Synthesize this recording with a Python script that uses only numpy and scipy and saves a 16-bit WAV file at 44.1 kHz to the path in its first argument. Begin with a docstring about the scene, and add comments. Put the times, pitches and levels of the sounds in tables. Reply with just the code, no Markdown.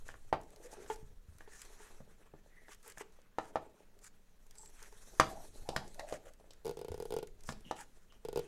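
"""In a small workshop, two hands turn a plastic housing with a rubber bellows over a steel bench and press it together.
Knocks, tube pings and low puffs of air are damped modes, most with noise cracks; ticks are bursts of banded noise.
Skin, sleeve and rubber rub as patchy filtered noise; narrower bands of it scuff, squeak, ring and rattle.
The bellows folds pop faintly, then one by one, each of these a snap and a short ring.
A wall and the room answer; air rumbles faintly at the microphone over a quiet hush."""
import sys
import numpy as np
from scipy import signal
from scipy.fft import rfft, irfft, next_fast_len
from scipy.io import wavfile
from scipy.ndimage import uniform_filter1d, map_coordinates

SR = 44100
rng = np.random.default_rng(int(sys.argv[2]) if len(sys.argv) > 2 else 0)


def log_audio(samples):
    """Write samples as a 16-bit WAV file to the path given in sys.argv[1]."""
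    # one column per channel
    frames = np.atleast_2d(samples).T
    # limit to full scale, then quantise
    limited = np.clip(frames, -1, 1)
    pcm = np.round(limited * 32767).astype(np.int16)
    wavfile.write(sys.argv[1], SR, pcm)


N = 373527

# modes of the hand's thump: (middle pitch [Hz], level [dB], t60 [s])
HAND_MODES = [(88.4, 0, 0.02), (151, -7, 0.091), (203, -6.5, 0.086)]
MODE_SCATTER_DB, MODE_DETUNE = 2, 0.015  # scatter of mode levels; relative scatter of mode pitches
DRAG_PATCHES_DB = 2.5  # unevenness of dragging friction
EVENT_T = np.arange(SR // 4) / SR  # time within one struck sound [s]


def amp(db):
    """Decibels to gain."""
    return 10 ** (np.asarray(db) / 20)


def unit(x):
    """Scaled to rms 1."""
    return x / np.sqrt(np.mean(x ** 2) + 1e-20)


def along(points, hz):
    """(Hz, value) points read on a log frequency axis."""
    f, value = np.transpose(points)
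    return np.interp(np.log(hz + 1), np.log(f + 1), value)


def curves(rows):
    """One value per sample for each column after the time."""
    s, *columns = np.transpose(rows)
    return [np.interp(np.arange(N) / SR, s, column) for column in columns]


def wobble(rate):
    """A smooth random curve, rate knots a second."""
    knots = rng.standard_normal(int(N * rate / SR) + 4)
    return map_coordinates(knots, [np.arange(N) * rate / SR])


def filtered(x, response):
    """x passed through a complex response of frequency."""
    size = next_fast_len(len(x) + 8192)
    spectrum = rfft(x, size) * response(np.fft.rfftfreq(size, 1 / SR))
    return irfft(spectrum, size)[:len(x)]


def resonances(peaks):
    """The causal response of (Hz, width Hz, dB) peaks, summed with alternating sign."""
    def response(f):
        total = 0
        for k, (centre, width, db) in enumerate(peaks):
            peak = 1j * f * width / (centre * centre - f * f + 1j * f * width)
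            total = total + (-1) ** k * amp(db) * peak
        return total
    return response


def ringing(modes, scatter_db):
    """Damped modes at new strengths and slightly new pitches, peak 1; the first swing is a suction."""
    x = np.zeros(len(EVENT_T))
    for hz, db, t60 in modes:
        decay = amp(db + scatter_db * rng.normal() - 60 * EVENT_T / t60)
        pitch = hz * (1 + MODE_DETUNE * rng.normal())
        x -= decay * np.sin(2 * np.pi * pitch * EVENT_T)
    x *= 1 - np.exp(-EVENT_T / 0.0012)  # the sound takes a moment to build
    return x / np.abs(x).max()


def crack(hz, t60):
    """A decaying burst of noise in a steep band around hz, peak 1."""
    band = resonances([(hz, 1.143 * hz, 0)])
    burst = amp(-60 * EVENT_T / t60) * rng.standard_normal(len(EVENT_T))
    x = filtered(burst, lambda f: band(f) ** 2)
    return x / np.abs(x).max()


def add(track, s, sound):
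    """Mixes a sound in at second s."""
    track[round(s * SR):][:len(sound)] += sound


def friction(grains_db, patchy_db):
    """Noise with scattered slips, in random patches of pitch and time as the grip changes."""
    slips = (rng.random(N) < 250 / SR) * rng.standard_normal(N)  # about 250 a second
    z = signal.stft(rng.standard_normal(N) + amp(grains_db) * slips, nperseg=256)[2]
    patches = uniform_filter1d(rng.standard_normal(z.shape), size=5, axis=0)  # across pitch
    patches = uniform_filter1d(patches, size=14, axis=1)  # across time
    return signal.istft(z * amp(patchy_db * unit(patches)), nperseg=256)[1][:N]


def background():
    """Quiet room noise over a lumpy low rumble of air at the microphone."""
    # spectrum of the hush: (frequency [Hz], relative level [dB])
    hush_spectrum = [(29, -38), (50, -9), (113, -18), (192, -10), (351, -24.5), (491, -18.5), (740, -26.5),
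                     (4830, -35.5), (8600, -43.5), (15700, -32)]
    # spectrum of the air rumble: (frequency [Hz], relative level [dB])
    rumble_spectrum = [(4.7, -28), (8.0, 12), (19, 7), (54, -14), (120, -19), (160, -34.5), (260, -120)]
    # swells of the air rumble: (time [s], level [dB])
    air_levels = [(0.0, -48), (0.26, -48), (0.35, -60), (1.16, -47), (1.23, -55), (3.73, -62.5),
                  (5.66, -49), (6.23, -57.5), (7.67, -49), (7.69, -60), (8.42, -51.5), (8.47, -58)]
    hush = unit(filtered(rng.standard_normal(N), lambda f: amp(along(hush_spectrum, f))))
    rumble = unit(filtered(rng.standard_normal(N), lambda f: amp(along(rumble_spectrum, f))))
    return amp(-72) * hush + amp(curves(air_levels)[0]) * rumble


def rubbing():
    """One grip flutter moves skin hiss, sleeve scrape and rubber drag, each a filtered friction noise."""
    # levels before the flutter: (time [s], skin hiss [dB], sliding in the sleeve [dB], rubber drag [dB])
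    rub_levels = [(0.0, -72, -75.5, -67.5), (0.35, -78, -79, -79.5), (0.52, -73.5, -74, -64),
                  (0.8, -66.5, -66.5, -59), (1.23, -79.5, -81.5, -79.5), (1.72, -65.5, -67.5, -68.5),
                  (2.31, -82, -78.5, -73.5), (2.78, -75.5, -78, -81), (3.3, -83.5, -78, -85),
                  (3.51, -80.5, -76.5, -63.5), (4.34, -80.5, -82, -82.5), (5.14, -61.5, -69.5, -66),
                  (5.73, -68, -74, -65), (5.97, -67.5, -73.5, -60.5), (6.46, -80.5, -78, -73.5),
                  (6.7, -81, -84, -76), (6.84, -80, -77, -64), (7.08, -71.5, -80, -65.5),
                  (7.26, -84, -85, -79.5), (7.6, -72, -72.5, -68), (8.21, -80, -81, -80),
                  (8.47, -73.5, -67.5, -70.5)]
    # spectrum of the skin hiss: (frequency [Hz], relative level [dB])
    skin_spectrum = [(1760, -38.5), (3000, -16), (4000, -6), (4820, -12), (5920, -3), (12200, -9),
                     (14100, -16), (15500, -29.5)]
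    # resonances of the sleeve: (centre [Hz], width [Hz], relative level [dB])
    sleeve_peaks = [(1080, 880, 2), (1820, 760, 4.5), (2586, 140, 3), (3200, 450, -4.5)]
    # resonances of the rubber: (centre [Hz], width [Hz], relative level [dB])
    rubber_peaks = [(273, 250, -8), (424.3, 61, 2), (604, 105, -6), (890, 130, -10.5)]
    skin_db, sleeve_db, drag_db = curves(rub_levels)
    flutter = amp(1.9 * wobble(25) + 1.8 * wobble(60))
    skin = unit(filtered(friction(8.9, 2.5), lambda f: amp(along(skin_spectrum, f))))
    sleeve = unit(filtered(friction(13, 2.7), resonances(sleeve_peaks)))
    drag = unit(filtered(friction(28, DRAG_PATCHES_DB), resonances(rubber_peaks)))
    return flutter * (amp(skin_db) * skin + amp(sleeve_db) * sleeve + amp(drag_db) * drag)


def scuffs_and_narrow_bands():
    """Gritty noise in one resonance, swelling and stopping short: broad scuffs; narrow squeaks, ring and rattle."""
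    # short scuffs: (start [s], length [s], skin level [dB], plastic level [dB])
    scuff_strokes = [(0.051, 0.0935, -65.5, -65), (0.621, 0.058, -61.5, -65.5),
                     (0.708, 0.039, -59.5, -69.5), (0.871, 0.0822, -58, -63.5), (1.497, 0.145, -61, -65),
                     (1.782, 0.101, -65, -64.5), (2.69, 0.0552, -59.5, -59.5), (2.831, 0.0967, -61, -61),
                     (2.964, 0.0353, -57.5, -62), (2.996, 0.0282, -55, -52), (3.398, 0.116, -68.5, -67),
                     (4.013, 0.0763, -60, -65), (4.557, 0.11, -63.5, -80.5), (4.761, 0.13, -66.5, -63),
                     (6.057, 0.1235, -59, -57.5), (6.251, 0.052, -66.5, -64), (7.452, 0.079, -56, -66.5),
                     (7.755, 0.0876, -58, -56)]
    # resonances of skin, then plastic: (centre [Hz], width [Hz])
    scuff_bands = [(6607, 5000), (1574, 1615)]
    # narrow scrapes and squeaks, with the housing ringing on at 5.26 s and a rattle at 5.65 s,
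    # all as banded noise: (start [s], length [s], level [dB], centre [Hz])
    narrow_strokes = [(0.632, 0.078, -56, 499), (0.761, 0.0555, -55.5, 406), (2.497, 0.186, -67, 1938),
                      (2.835, 0.097, -63, 447), (1.395, 0.22, -71, 1746), (5.26, 0.1956, -54, 713),
                      (5.65, 0.217, -53, 800), (4.555, 0.136, -60.5, 7630), (5.955, 0.242, -50.5, 641),
                      (5.99, 0.0263, -50.5, 1844), (6.253, 0.067, -60.5, 579), (7.642, 0.116, -62, 2950),
                      (7.756, 0.0757, -57, 903), (8.09, 0.083, -72, 3030)]
    swell, fade = 0.299, 0.247  # shares of a stroke's length

    strokes = []
    for s, length, *levels in scuff_strokes:
        for db, (hz, width_hz) in zip(levels, scuff_bands):
            strokes.append((s, length, db, hz, width_hz))
    for s, length, db, hz in narrow_strokes:
        width_hz = 210 * (hz / 1000) ** 0.6  # higher bands are wider
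        strokes.append((s, length, db, hz, width_hz))

    out = np.zeros(N + SR)
    grit = friction(18.9, DRAG_PATCHES_DB) * amp(2.2 * wobble(70))
    for s, length, db, hz, width_hz in strokes:
        progress = np.arange(round(length * SR)) / (length * SR)
        band = resonances([(hz, width_hz, 0)])
        piece = grit[round(s * SR):][:len(progress)]
        banded = unit(filtered(piece, lambda f: band(f) ** 2))
        ramps = np.minimum(progress / swell, (1 - progress) / fade)
        add(out, s, amp(db) * np.sqrt(np.minimum(1, ramps)) * banded)
    return out[:N]


def ticks():
    """Edges and sticky skin let go in short bright clicks with a duller shadow in the plastic."""
    # small ticks: (time [s], level [dB])
    tick_events = [(0.0821, -42.5), (0.4133, -52.5), (0.4338, -54.5), (0.5047, -52.5), (0.5611, -47.5),
                   (0.8785, -48.5), (0.9595, -46), (1.3843, -47.5), (1.6176, -35), (1.6511, -45.5),
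                   (2.7467, -44.5), (2.8289, -51.5), (2.8784, -40), (2.8994, -41), (2.9217, -47.5),
                   (3.1233, -61.5), (3.2172, -57.5), (3.9897, -52), (4.0424, -46), (4.4665, -56.5),
                   (4.5094, -48), (4.5542, -52), (4.659, -45), (4.6992, -53), (4.8273, -42), (4.9255, -50),
                   (5.8783, -48), (5.9095, -65.5), (5.9447, -44), (6.336, -50.5), (6.534, -48),
                   (7.272, -44.5), (7.4076, -49.5), (7.436, -46.5), (7.4738, -43.5), (7.6074, -53.5),
                   (7.7645, -49.5), (7.8077, -43.5)]
    middle_hz, spread = 6574, 0.17  # middle pitch, relative scatter
    out = np.zeros(N + SR)
    for s, db in tick_events:
        click = crack(middle_hz * np.exp(spread * rng.normal()), 0.018)
        shadow = crack(1740, 0.072)
        add(out, s, amp(db) * (click + amp(-14) * shadow))
    return out[:N]


def knocks():
    """A blow is one hard swing, then housing modes near its contact pitch; edges crack, the hand thumps."""
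    # housing knocks: (time [s], level [dB], contact pitch [Hz], edge crack [dB], hand thump [dB])
    knock_events = [(0.089, -40.5, 1580, -29.5, -13.5), (0.141, -47.5, 1456, -20, -26),
                    (0.3275, -20, 790, -26.5, -12), (0.862, -52, 1510, -5, -7),
                    (1.407, -48, 1710, -9, -26.5), (2.004, -51.5, 560, -22, 7.5),
                    (2.338, -48.5, 430, -24, 1.5), (2.461, -61, 546, -18, -6.5),
                    (2.683, -51, 1630, -6, -22), (2.974, -46, 1640, -20, -6.5),
                    (3.188, -60, 547, -10, -25.5), (3.385, -25, 860, -17.5, -29),
                    (3.557, -24.5, 827, -20.5, -16.5), (5.1984, -12.5, 1260, -6, -12.5),
                    (5.6896, -32, 481, -1, -5), (5.763, -26, 1520, -2.5, -6), (5.995, -40, 773, 3.5, -15),
                    (6.125, -33, 562, -6.5, -11.5), (6.269, -51, 557, -10, -20.5),
                    (6.399, -59, 641, -5.5, -8.5), (6.442, -58.5, 570, -20, -7.5),
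                    (6.507, -57, 517, 12, -22), (7.49, -33, 1354, -4, 0.5), (7.523, -47.5, 470, 8, -16),
                    (7.711, -28.5, 816, -8.5, -22.5), (8.123, -56.5, 1330, -0.5, -16)]
    # housing modes: (middle pitch [Hz], level [dB], share of the gripped ring time [ratio])
    housing_modes = [(373.2, 2, 0.64), (526.9, 5, 0.69), (664.3, 8, 0.496), (776, 0, 0.58),
                     (1169.8, 3, 0.53), (1559, -0.5, 0.39), (1705, -4.5, 0.71), (2305, -26, 0.57),
                     (3480, -8, 0.15), (3885, -17.5, 0.5)]
    # modes of the bench top under a blow: (middle pitch [Hz], level [dB], t60 [s])
    bench_modes = [(337.6, -2, 0.058), (537, -12, 0.18), (644.2, -1.5, 0.18), (795.7, -5, 0.3)]
    gripped_t60_s = 0.0273
    out = np.zeros(N + SR)
    for s, db, hz, crack_db, thump_db in knock_events:
        swing = ringing([(hz, 0, 9 / hz)], 0)
        # modes lose 4 dB per octave away from the contact pitch
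        modes = [(f, level - 4 * abs(np.log2(f / hz)), share * gripped_t60_s)
                 for f, level, share in housing_modes]
        body = amp(1) * ringing(modes, MODE_SCATTER_DB)
        bench = amp(-21.5) * ringing(bench_modes, MODE_SCATTER_DB)
        thump = amp(thump_db) * ringing(HAND_MODES, MODE_SCATTER_DB)
        drone = amp(-24.5) * crack(450, 0.23)  # the bench top booms on dully
        # the loose parts inside shake on
        rattle = amp(-7.5) * crack(hz, 0.0794) + amp(-18.5) * crack(1.8 * hz, 0.06)
        edge = amp(crack_db) * (crack(4200, 0.03) + amp(-14) * crack(4000, 0.057))
        add(out, s, amp(db) * (swing + body + bench + thump + drone + rattle + edge))
    return out[:N]


def tube_taps_and_faint_pops():
    """Taps ping the hollow tube's damped modes with a noisy contact; faint bellows pops use the same modes."""
    # tube taps, and from 4.46 to 4.93 s faint bellows pops:
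    # (time [s], level [dB], share of the free ring time [0-1], smaller when gripped firmly)
    ping_events = [(0.9, -27, 0.38), (1.476, -45.5, 0.15), (1.729, -65.5, 0.07), (1.803, -48.5, 0.35),
                   (1.925, -53.5, 0.02), (2.861, -51.5, 0.37), (3.009, -35.5, 0.1), (2.69, -48, 0.13),
                   (4.463, -67, .2), (4.558, -63, .2), (4.593, -57.5, 0.56), (4.633, -51, .3),
                   (4.693, -58.5, .2), (4.82, -53.5, .2), (4.925, -50, .2)]
    # modes of the free tube: (middle pitch [Hz], level [dB], t60 [s])
    tube_modes = [(426.6, 1.5, 0.372), (878, 9, 0.0987), (1380, -13, 0.177), (3220, -15, 0.09)]
    out = np.zeros(N + SR)
    for s, db, free in ping_events:
        modes = [(f, level, free * t60) for f, level, t60 in tube_modes]
        ping = ringing(modes, MODE_SCATTER_DB)
        add(out, s, amp(db) * (ping + amp(-13) * crack(1515, 0.088)))
    return out[:N]


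def low_puffs():
    """Soft low puffs of air at the microphone, each a single low mode that dies within a few swings."""
    # puffs: (time [s], level [dB], middle pitch [Hz])
    puff_events = [(1.028, -43.5, 117.6), (1.285, -44.5, 68.5), (1.352, -50.5, 105), (5.619, -48.5, 100),
                   (6.905, -37, 84), (7.663, -47, 201), (8.16, -58, 213)]
    out = np.zeros(N + SR)
    for s, db, hz in puff_events:
        add(out, s, amp(db) * ringing([(hz, 0, 4 / hz)], 0))
    return out[:N]


def bellows():
    """Each fold flips with a snap, rings the air and rubber of the bellows and jolts the hand."""
    # folds popping over: (time [s], level [dB])
    fold_events = [(6.648, -40.5), (6.655, -33.5), (6.666, -32.5), (6.679, -32), (6.694, -31.5),
                   (6.711, -36.5), (6.771, -38), (6.791, -39), (6.814, -36), (6.847, -37), (6.883, -36),
                   (6.918, -35), (6.943, -35.5), (6.978, -43.5), (7.001, -33), (7.024, -34.5),
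                   (7.054, -36.5), (7.106, -35), (7.123, -30.5), (7.139, -31), (7.165, -28), (7.187, -32),
                   (7.228, -33.5), (8.25, -34.5), (8.286, -32.5), (8.329, -35.5), (8.359, -26.5),
                   (8.374, -25), (8.393, -30)]
    # modes of the bellows: (middle pitch [Hz], level [dB], t60 [s])
    bellows_modes = [(432, -2, .055), (472, 0, .045), (570, -5, .022), (680, -5, .024), (820, -5.5, .024),
                     (1430, -23, .06), (4900, -19, .022)]
    lowest_hz = 370  # too small to radiate well below this
    middle_fold_db, middle_snap_db = -32.5, -41.5
    snap_growth = 0.75  # dB of snap per dB of fold: it grows less than the ring does

    def radiation(f):
        return -f * f / (lowest_hz ** 2 - f * f + 1j * f * lowest_hz)

    out = np.zeros(N + SR)
    for s, db in fold_events:
        snap = crack(12000, 0.0133) + crack(5140, 0.0037)
        snap += amp(-10.5) * crack(6440, 0.0339) + amp(-7.5) * crack(2770, 0.076)
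        snap_db = middle_snap_db + snap_growth * (db - middle_fold_db)
        ring = filtered(ringing(bellows_modes, MODE_SCATTER_DB / 2), radiation)
        jolt = amp(-14) * ringing(HAND_MODES[:2], MODE_SCATTER_DB)
        add(out, s, amp(db) * (ring + jolt) + amp(snap_db) * snap)
    return out[:N]


def wall_echo(x):
    """The nearest wall returns one late, quieter copy with a softened treble."""
    delay_s, level_db, treble_hz = 0.0125, -11, 2500
    return filtered(x, lambda f: amp(level_db) * np.exp(-2j * np.pi * f * delay_s) / (1 + 1j * f / treble_hz))


def workshop(x):
    """Each frequency of the room's answer dies at its own speed, a few ms late."""
    # decay of the room: (frequency [Hz], t60 [s])
    room_decay = [(150, 0.67), (500, 0.32), (1500, 0.21), (4000, 0.35), (12000, 0.047)]
    hz, t, z = signal.stft(rng.standard_normal(SR // 2), SR, nperseg=256)
    decay = amp(-60 * t / along(room_decay, hz)[:, None])
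    tail = signal.istft(z * decay, SR, nperseg=256)[1]
    late = np.pad(x, (300, 0))  # 300 samples, about 7 ms
    return signal.fftconvolve(late, tail / np.linalg.norm(tail))[:N]


def scene():
    """Near sounds in two groups, both answered by the room; knocks, pings and puffs also pass the wall echo."""
    small = rubbing() + scuffs_and_narrow_bands() + ticks() + bellows()
    echoed = knocks() + tube_taps_and_faint_pops() + low_puffs()
    near = echoed + wall_echo(echoed) + small
    room = amp(-12.5) * workshop(echoed) + amp(-17.5) * workshop(small)
    return (near + room + background())[None]


def record(dry):
    """The microphone dulls the top octave and keeps nothing above its band limit."""
    # treble of the microphone: (frequency [Hz], level [dB])
    mic_response = [(10000, -0.5), (13000, -2.5), (15500, -8.5)]
    top_hz = 15850
    return filtered(dry[0], lambda hz: amp(along(mic_response, hz)) * (hz < top_hz))[None]


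dry = scene()
out = record(dry)
log_audio(out)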